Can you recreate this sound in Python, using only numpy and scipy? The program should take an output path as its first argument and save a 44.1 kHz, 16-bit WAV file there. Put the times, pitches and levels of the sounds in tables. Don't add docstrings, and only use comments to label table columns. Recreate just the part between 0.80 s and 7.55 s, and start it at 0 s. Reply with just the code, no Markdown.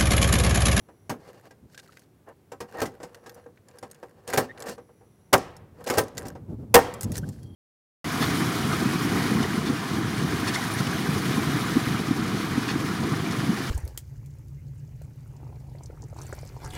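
import sys
import numpy as np
from scipy import signal
from scipy.io import wavfile

SR = 44100
rng = np.random.default_rng(int(sys.argv[2]) if len(sys.argv) > 2 else 0)


def generate_wav(signal):
    frames = np.transpose(np.atleast_2d(signal))
    scaled = np.clip(frames, -1, 1) * 32767
    pcm = np.round(scaled).astype(np.int16)
    wavfile.write(sys.argv[1], SR, pcm)


N = 297675
TIME = np.arange(N) / SR
EDGES = np.geomspace(24, 17000, 21)
CENTRES = np.sqrt(EDGES[1:] * EDGES[:-1])

# start in seconds, then level, thump and brightness in relative dB.
BANGS = [(4.5293, -11, -10.5, -2.5), (5.9415, -2, -15.5, -3.5)]
# start in seconds, then level, thump and brightness in relative dB.
KNOCKS = [(0.085, -45.5, 1, -22), (0.2948, -23, -4, -10), (0.708, -44, -23, -6.5), (1.718, -34, -14, -11),
          (1.804, -31.5, -5.5, -7.5), (2.0163, -20.5, -8.5, -9), (2.055, -38, -5, -0.5),
          (2.201, -39.5, -13, -16), (2.23, -39, -7, -2.5), (2.461, -42.5, -8, -2.5), (2.659, -46, -3, -56),
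          (3.027, -34.5, -8, -12.5), (3.228, -36, -20, -15.5), (3.534, -19, -20.5, -6.5),
          (3.574, -13.5, -10.5, -7.5), (3.886, -38, 3.5, -1.5), (3.979, -40, -12, -18.5),
          (4.088, -54, -4, -31), (4.209, -52.5, -5, -38), (4.526, -22.5, -7.5, -20), (5.006, -44, -14, -16),
          (5.072, -34.5, -5.5, 2.5), (5.099, -18.5, -15.5, -7.5), (5.172, -22.5, 0.5, -7.5),
          (5.181, -12.5, -25.5, -6.5), (5.453, -38.5, 2, -7), (5.551, -41.5, -7, -16)]
# start and end in seconds, level and brightness in relative dB.
RUBS = [(0.405, 0.67, -51, -15.5), (0.899, 1.24, -62, -3.5), (1.481, 1.501, -41.5, -37),
        (1.89, 1.948, -47, -13.5), (1.956, 2.0, -32, -26), (2.004, 2.012, -23.5, -16),
        (2.084, 2.61, -53, -19.5), (2.87, 3.48, -56.5, -18.5), (3.489, 3.634, -30, -14),
        (3.763, 3.872, -39.5, -24), (3.875, 3.924, -39.5, -6), (4.96, 5.05, -48, -18),
        (5.079, 5.149, -27.5, -14.5), (5.375, 5.504, -40.5, -22), (6.17, 6.649, -75, 13.5),
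        (6.346, 6.365, -48, 0.5)]
# pitch in Hz, weight in dB.
STEEL_MODES = [(1570, 13.5), (1920, 7.5), (2360, -2.5), (2750, -6), (3580, -8.5), (4190, -7), (5000, -1.5),
               (5800, -4.5), (6650, 2), (7450, 0), (8150, -3), (9560, 0.5), (10400, 1), (11800, 0.5),
               (14100, 2)]


def from_db(db):
    return 10 ** (np.asarray(db) / 20)


def rms_one(x):
    return x / np.sqrt(np.mean(x ** 2) + 1e-20)


def at_bands(points):
    hz, values = np.transpose(points)
    return np.interp(np.log(CENTRES), np.log(hz), values)


def envelope(start, end, attack_s, release_s):
    return np.interp(TIME, [start - attack_s, start, end, end + release_s], [0, 1, 1, 0])


def flutter(rate):
    return rms_one(np.interp(TIME * rate, np.arange(N // 8), rng.standard_normal(N // 8)))


def resonate(x, hz, width_hz):
    r = np.exp(-np.pi * width_hz / SR)
    poles = [1, -2 * r * np.cos(2 * np.pi * hz / SR), r * r]
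    return signal.lfilter(np.array([1, 0, -1]) * (1 - r * r) / 2, poles, x + 1e-18)


def noise_bands():
    filters = [signal.butter(2, edge, "band", fs=SR, output="sos") for edge in zip(EDGES, EDGES[1:])]
    return np.array([rms_one(signal.sosfilt(sos, rng.standard_normal(N))) for sos in filters])


def band_gains(spectrum):
    gains = from_db(at_bands(spectrum)) * np.sqrt(np.diff(EDGES))
    return gains / np.linalg.norm(gains)


def garage_air(bands, air_db=-59, fade_s=0.12, rest_db=-14):
    # frequency in Hz, density in relative dB.
    air = [(15, -49), (25, -32.5), (97, 6), (277, -4.5), (326, -10), (476, 3.5), (531, -11.5),
           (2050, -25.5), (2350, -27.5), (5000, -32.5), (6920, -32.5), (10700, -32.5), (16000, -32.5)]
    # pitch in Hz, width in Hz, full level in dB.
    whines = [(2060, 200, -87), (5800, 280, -82), (10760, 410, -78.5)]
    spells = [(0, 0.33), (2.38, 2.63), (3.75, 4.5), (5.98, 7.3)]
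    whine = sum(from_db(db) * rms_one(resonate(resonate(rng.standard_normal(N), hz, width), hz, width))
                for hz, width, db in whines)
    swell = sum(envelope(start, end, fade_s, fade_s) for start, end in spells)
    return from_db(air_db) * (band_gains(air) @ bands) + whine * np.maximum(swell, from_db(rest_db))


def buffeting(bands, attack_s=0.03, release_s=0.025):
    # start and end in seconds, level in relative dB.
    gusts = [(0.842, 0.851, -48.5), (4.766, 5.039, -54.5), (5.368, 6.729, -45.5), (5.702, 5.739, -34),
             (5.803, 5.839, -37), (5.941, 5.995, -38), (6.257, 6.326, -30), (6.386, 6.394, -33.5),
             (6.432, 6.499, -33.5)]
    power = sum((from_db(db) * envelope(start, end, attack_s, release_s)) ** 2
                for start, end, db in gusts)
    colour = band_gains([(25, -36.5), (55, -12.5), (90, 7), (140, 0.5), (220, -4.5), (400, -16.5),
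                         (800, -31), (2000, -55), (16000, -62)])
    return np.sqrt(power) * (colour @ bands)


def tings(shimmer_per_s=130, rise_s=0.025):
    # start in seconds, level in relative dB.
    jolts = [(5.945, -51.5), (6.615, -65)]
    # pitch in Hz, weight in dB, t60 in seconds.
    modes = [(3230, -2.5, 1), (4500, -5, 0.52)]
    out = np.zeros(N)
    ring = sum(from_db(db - 60 * TIME / t60) * flutter(shimmer_per_s) * np.sin(2 * np.pi * hz * TIME)
               for hz, db, t60 in modes)
    ring *= 1 - np.exp(-TIME / rise_s)
    for s, db in jolts:
        i = int(s * SR)
        out[i:] += from_db(db) * ring[:N - i]
    return out


def squeaks(waver, rough_db, overtone_db):
    # start and length in seconds, first and last pitch in Hz, level in relative dB.
    glides = [(0.405, 0.15, 2065, 2000, -68.5), (0.931, 0.074, 1660, 1545, -62),
              (1.085, 0.019, 1350, 1280, -54), (1.955, 0.082, 1880, 1803, -42.5),
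              (3.685, 0.04, 1690, 1980, -42.5), (6.43, 0.018, 1420, 1630, -42.5)]
    out, wobble = np.zeros(N), 1 + waver * flutter(600)
    for start, length, start_hz, end_hz, db in glides:
        i, n = int(start * SR), int(length * SR)
        phase = 2 * np.pi * np.cumsum(np.linspace(start_hz, end_hz, n) * wobble[i:i + n]) / SR
        tone = np.sin(phase) + from_db(overtone_db) * np.sin(2 * phase)
        out[i:i + n] += from_db(db) * np.sin(np.linspace(0, np.pi, n)) * tone
    return out * rms_one(from_db(rough_db * flutter(450)))


def grit(per_s, spread_db, width_hz):
    level = np.zeros(N)
    for start, end, db, bright_db in RUBS:
        level[int(start * SR):int(end * SR)] = from_db(db + bright_db / 2)
    catches = level * (rng.random(N) < per_s / SR)
    catches *= from_db(spread_db * np.minimum(rng.exponential(1, N), 2))
    rings = sum(from_db(db) * resonate(catches * (2 * rng.random(N) - 1), hz, width_hz)
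                for hz, db in STEEL_MODES)
    return rings * SR / (np.pi * width_hz)


def clink(centre_hz, t60, t, scatter_db=5, detune=0.05):
    hz, db = np.transpose(STEEL_MODES)
    strength, shift = rng.standard_normal((2, len(hz)))
    nearness = np.exp(-0.5 * np.log2(hz / centre_hz) ** 2)
    weights = from_db(db + scatter_db * strength) * nearness * rng.choice([-1, 1], len(hz))
    rings = np.sin(2 * np.pi * (hz * (1 + detune * shift))[:, None] * t)
    return weights / np.linalg.norm(weights) @ rings * from_db(-60 * t / t60)


def loose_ticks(per_s=12, centre_hz=5260, octaves=0.65, spread_db=5):
    # start and end in seconds, level in relative dB.
    handling = [(0.903, 1.228, -50), (2.304, 3.457, -64), (4.927, 5.49, -46.5), (6.196, 6.57, -61)]
    return [(rng.uniform(start, end), db + spread_db * rng.standard_normal(),
             centre_hz * 2 ** (octaves * rng.standard_normal()))
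            for start, end, db in handling for _ in range(int(per_s * (end - start)))]


def ticks(bands, t60, ring_t60, octaves, modes_db, bounce_db, body_db):
    # start in seconds, level in relative dB, centre pitch in Hz.
    contacts = [(0.949, -52.5, 3700), (0.977, -35.5, 4460), (0.991, -43, 3280), (1.076, -55, 3300),
                (1.122, -53, 3500), (1.171, -42, 2740), (2.346, -40, 4040), (2.495, -40.5, 3950),
                (2.545, -48, 11500), (2.773, -55, 1900), (2.885, -49.5, 6030), (2.986, -41.5, 5770),
                (3.1131, -40.5, 7740), (3.146, -52, 7040), (3.477, -33.5, 6350), (3.489, -45, 6000),
                (3.501, -41, 7500), (3.776, -44, 3000), (3.803, -38, 5960), (3.823, -34, 5600),
                (3.890, -37, 6070), (4.579, -32.5, 8000), (4.766, -44.5, 7100), (5.041, -43, 5940),
                (5.064, -40.5, 5140), (5.139, -33, 5500), (5.214, -38, 7900), (5.351, -53, 6500),
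                (5.371, -37, 4960), (5.379, -26, 5370), (5.392, -43, 8500), (5.428, -48, 5900),
                (5.468, -43, 8000), (5.483, -36.5, 7700), (6.139, -35, 6240), (6.209, -26.5, 6900),
                (6.222, -35, 7500), (6.2315, -25.5, 7800), (6.243, -34, 7300), (6.319, -32, 7700),
                (6.355, -33, 5300), (6.368, -30.5, 6700), (6.379, -26.5, 8500), (6.4893, -40.5, 7650),
                (6.631, -50, 8600)]
    out, t = np.zeros(N), TIME[:SR // 10]
    snap = from_db(-60 * t / t60) * (1 - np.exp(-t / 0.00083))
    for s, db, hz in contacts + loose_ticks():
        colour = np.exp(-0.5 * (np.log2(CENTRES / hz) / octaves) ** 2)
        colour += from_db(body_db) * (CENTRES > 350)
        for delay, touch_db in [(0, 0), (rng.uniform(0.0028, 0.007), bounce_db)]:
            i = int((s + delay) * SR)
            crack = snap * (colour / np.linalg.norm(colour) @ bands[:, i:i + len(t)])
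            ring = from_db(modes_db) * clink(hz, ring_t60, t)
            out[i:i + len(t)] += from_db(db + touch_db) * (crack + ring)
    return out


def contact_colour(thump_db, bright_db):
    # frequency in Hz, density in relative dB.
    spectrum = [(30, -12), (70, 1), (130, 5.5), (220, 3), (330, 4), (500, 7), (900, 0), (1500, -7.5),
                (2500, -7), (3800, -7), (5800, -2.5), (9000, -7.5), (15500, -13.5)]
    tilt = [(35, -6.5), (90, thump_db + 6.5), (200, thump_db + 5.5), (420, 0), (1500, -0.5),
            (4200, bright_db + 0.5)]
    return band_gains(spectrum) * from_db(at_bands(tilt))


def rubs(bands, edge_s, thump_db, slip_db, grit_db):
    out = np.zeros(N)
    for start, end, db, bright_db in RUBS:
        i, j = int((start - edge_s) * SR), int((end + 2 * edge_s) * SR)
        stroke = envelope(start, end, edge_s, 2 * edge_s)[i:j]
        out[i:j] += from_db(db) * stroke * (contact_colour(thump_db, bright_db) @ bands[:, i:j])
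    return out * rms_one(from_db(slip_db * flutter(55) + grit_db * flutter(700)))


def lever(scrape):
    # pitch in Hz, width in Hz, gain in dB.
    modes = [(1784, 44, 6), (2820, 130, 3), (4400, 480, 2.5)]
    return scrape + sum(from_db(db) * resonate(scrape, hz, width) for hz, width, db in modes)


def tool_ring(centre_hz, t60):
    out, t = np.zeros(N), TIME[:SR // 5]
    for s, db, thump_db, bright_db in KNOCKS:
        i = int(s * SR)
        out[i:i + len(t)] += from_db(db + bright_db) * clink(centre_hz, t60, t)
    return out


def pressed():
    squeezes = [(1.96, 2.07), (3.49, 3.76), (4.52, 4.73), (5.08, 5.24)]
    return sum(envelope(start, end, 0.01, 0.01) for start, end in squeezes)


def panel(contacts, engaged_s=1.6, unloaded_db=-8.5, shifts_per_s=6, shift_db=2):
    # pitch in Hz, width in Hz, nominal gain in dB.
    modes = [(254, 22, -7), (383, 20, -2), (483, 22, 10.5), (555, 18, -2), (719, 20, -7), (776, 22, 2.5),
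             (929, 20, -6), (1006, 30, -2), (1124, 34, -6), (1290, 40, 0), (1600, 40, -2), (1835, 32, -2),
             (1941, 30, -5), (5310, 55, -2), (8560, 55, -2)]
    drive = contacts * np.where(TIME < engaged_s, from_db(unloaded_db), 1)
    ring, held = np.zeros(N), pressed()
    for hz, width, db in modes:
        drift_db = shift_db * flutter(shifts_per_s)
        ring += resonate(drive * from_db(db - held * max(0, db) + drift_db), hz, width)
    return contacts + ring


def body_ring(hits, modes, per_thump=0.27, rise_s=0.0016, detune=0.0095):
    out, t = np.zeros(N), TIME[:SR // 3]
    hz, mode_db, t60 = np.transpose(modes)[:, :, None]
    attack = 1 - np.exp(-t / rise_s)
    for s, db, thump_db, bright_db in hits:
        i, shift = int(s * SR), 1 + detune * rng.standard_normal(hz.shape)
        decay = from_db(mode_db + bright_db * (hz > 4000) - 60 * t / t60)
        rings = rng.choice([-1, 1], hz.shape) * decay * np.sin(2 * np.pi * hz * shift * t)
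        out[i:i + len(t)] += from_db(db + per_thump * thump_db) * attack * rings.sum(0)
    return out


def clunks():
    # pitch in Hz, weight in dB, t60 in seconds.
    solid_modes = [(109, -14.5, 0.22), (256.5, -9.5, 0.22), (380, -12.5, 0.19), (434, -5, 0.2),
                   (553.7, -6.5, 0.19), (683, -7.5, 0.029), (782, -5, 0.11)]
    # pitch in Hz, weight in dB, t60 in seconds.
    free_modes = [(279.8, -14.5, 0.25), (473, -3, .15), (779, -5.5, 0.1), (956, -7, 0.077),
                  (5500, -12, 0.061)]
    held = pressed()
    solid = [row for row in KNOCKS if held[int(row[0] * SR)]]
    free = [row for row in KNOCKS if row not in solid]
    return from_db(1.5) * body_ring(solid, solid_modes) + body_ring(BANGS + free, free_modes)


def blows(hits, bands, ring_scale, longer_per_thump, longer_per_level, rise_s, build_s, hold_s,
          tail_db, rattle_db, bark_db, crack_db, ordinary_db=-21, top_per_db=0.41):
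    # frequency in Hz, t60 in seconds.
    sheet_t60 = [(50, 0.063), (250, 0.3), (500, 0.16), (1200, 0.17), (3000, 0.12), (7000, 0.1),
                 (15000, 0.15)]
    # frequency in Hz, level in relative dB.
    garage_colour = [(50, -6), (300, -20.5), (1000, -22.5), (3000, -25.5), (5800, -20), (8000, -23.5),
                     (15000, -36)]
    # frequency in Hz, t60 in seconds.
    garage_t60 = [(50, 0.9), (500, 0.66), (3000, 0.64), (6000, 0.31), (15000, 0.39)]
    out, t, near = np.zeros(N), TIME[:SR * 2 // 3], SR // 4
    slowness = np.minimum(1, 900 / CENTRES)[:, None] ** 0.5
    swell = 1 - np.exp(-t[:near] / (rise_s + build_s * slowness ** 2))
    crack = 1 + from_db(crack_db) * np.exp(-t[:near] / 0.0047)
    tail = from_db(tail_db + at_bands(garage_colour)[:, None] - 60 * t / at_bands(garage_t60)[:, None])
    tail *= 1 - np.exp(-t / 0.0078)
    free_s = np.maximum(0, t[:near] - hold_s * slowness)
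    fall = -np.log(1000) * free_s / at_bands(sheet_t60)[:, None]
    rattle = from_db(rattle_db * flutter(450))
    for s, db, thump_db, bright_db in hits:
        i, force_db = int(s * SR), db - ordinary_db
        stretch = ring_scale * np.exp(longer_per_thump * thump_db + longer_per_level * force_db)
        bark = [(550, 0.0049), (1000, bark_db), (2200, bark_db), (4000, 0), (7000, 0.0066),
                (14000, top_per_db * force_db)]
        colour = from_db(at_bands(bark)) * contact_colour(thump_db, bright_db)
        direct = np.exp(fall / stretch) * swell * crack * rattle[i:i + near]
        shape = tail.copy()
        shape[:, :near] = np.hypot(direct, tail[:, :near])
        out[i:i + len(t)] += from_db(db) * colour @ (shape * bands[:, i:i + len(t)])
    return out


def scene():
    struck, sliding = noise_bands(), noise_bands()
    bangs = blows(BANGS, struck, ring_scale=0.42, longer_per_thump=0, longer_per_level=0.018,
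                  rise_s=0.0031, build_s=0.0038, hold_s=0.014,
                  tail_db=0, rattle_db=-3.5, bark_db=6.5, crack_db=-1)
    knocks = blows(KNOCKS, struck, ring_scale=0.98, longer_per_thump=0.026, longer_per_level=0.0048,
                   rise_s=0.0026, build_s=0.0019, hold_s=0.00083,
                   tail_db=-7, rattle_db=0.5, bark_db=1.4, crack_db=-5.5)
    rubbing = lever(rubs(sliding, edge_s=0.02, thump_db=-10.5, slip_db=3.5, grit_db=0.5))
    clicks = ticks(sliding, t60=0.014, ring_t60=0.032, octaves=0.56,
                   modes_db=-1.5, bounce_db=-12, body_db=-17.5)
    contacts = bangs + from_db(1.5) * knocks + from_db(-3.5) * rubbing + from_db(1) * clicks
    sheet = panel(contacts) + clunks()
    steel = from_db(6.5) * tings() + from_db(-1) * tool_ring(centre_hz=3640, t60=0.11)
    catches = from_db(-9) * grit(per_s=45, spread_db=3, width_hz=190)
    squeal = from_db(3) * squeaks(waver=0.022, rough_db=3.2, overtone_db=-24)
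    bed = from_db(2.5) * buffeting(sliding) + garage_air(struck[:, ::-1])
    return (sheet + steel + catches + squeal + bed)[None]


def record(dry, ceiling=0.48, low_cut_hz=36, high_cut_hz=15950):
    heard = signal.sosfilt(signal.butter(2, low_cut_hz, "high", fs=SR, output="sos"), dry)
    clipped = heard / (1 + (heard / ceiling) ** 6) ** (1 / 6)
    high_cut = signal.firwin(161, high_cut_hz, window=("kaiser", 8), fs=SR)
    return signal.fftconvolve(clipped, high_cut[None], mode="same")


dry = scene()
out = record(dry)
generate_wav(out)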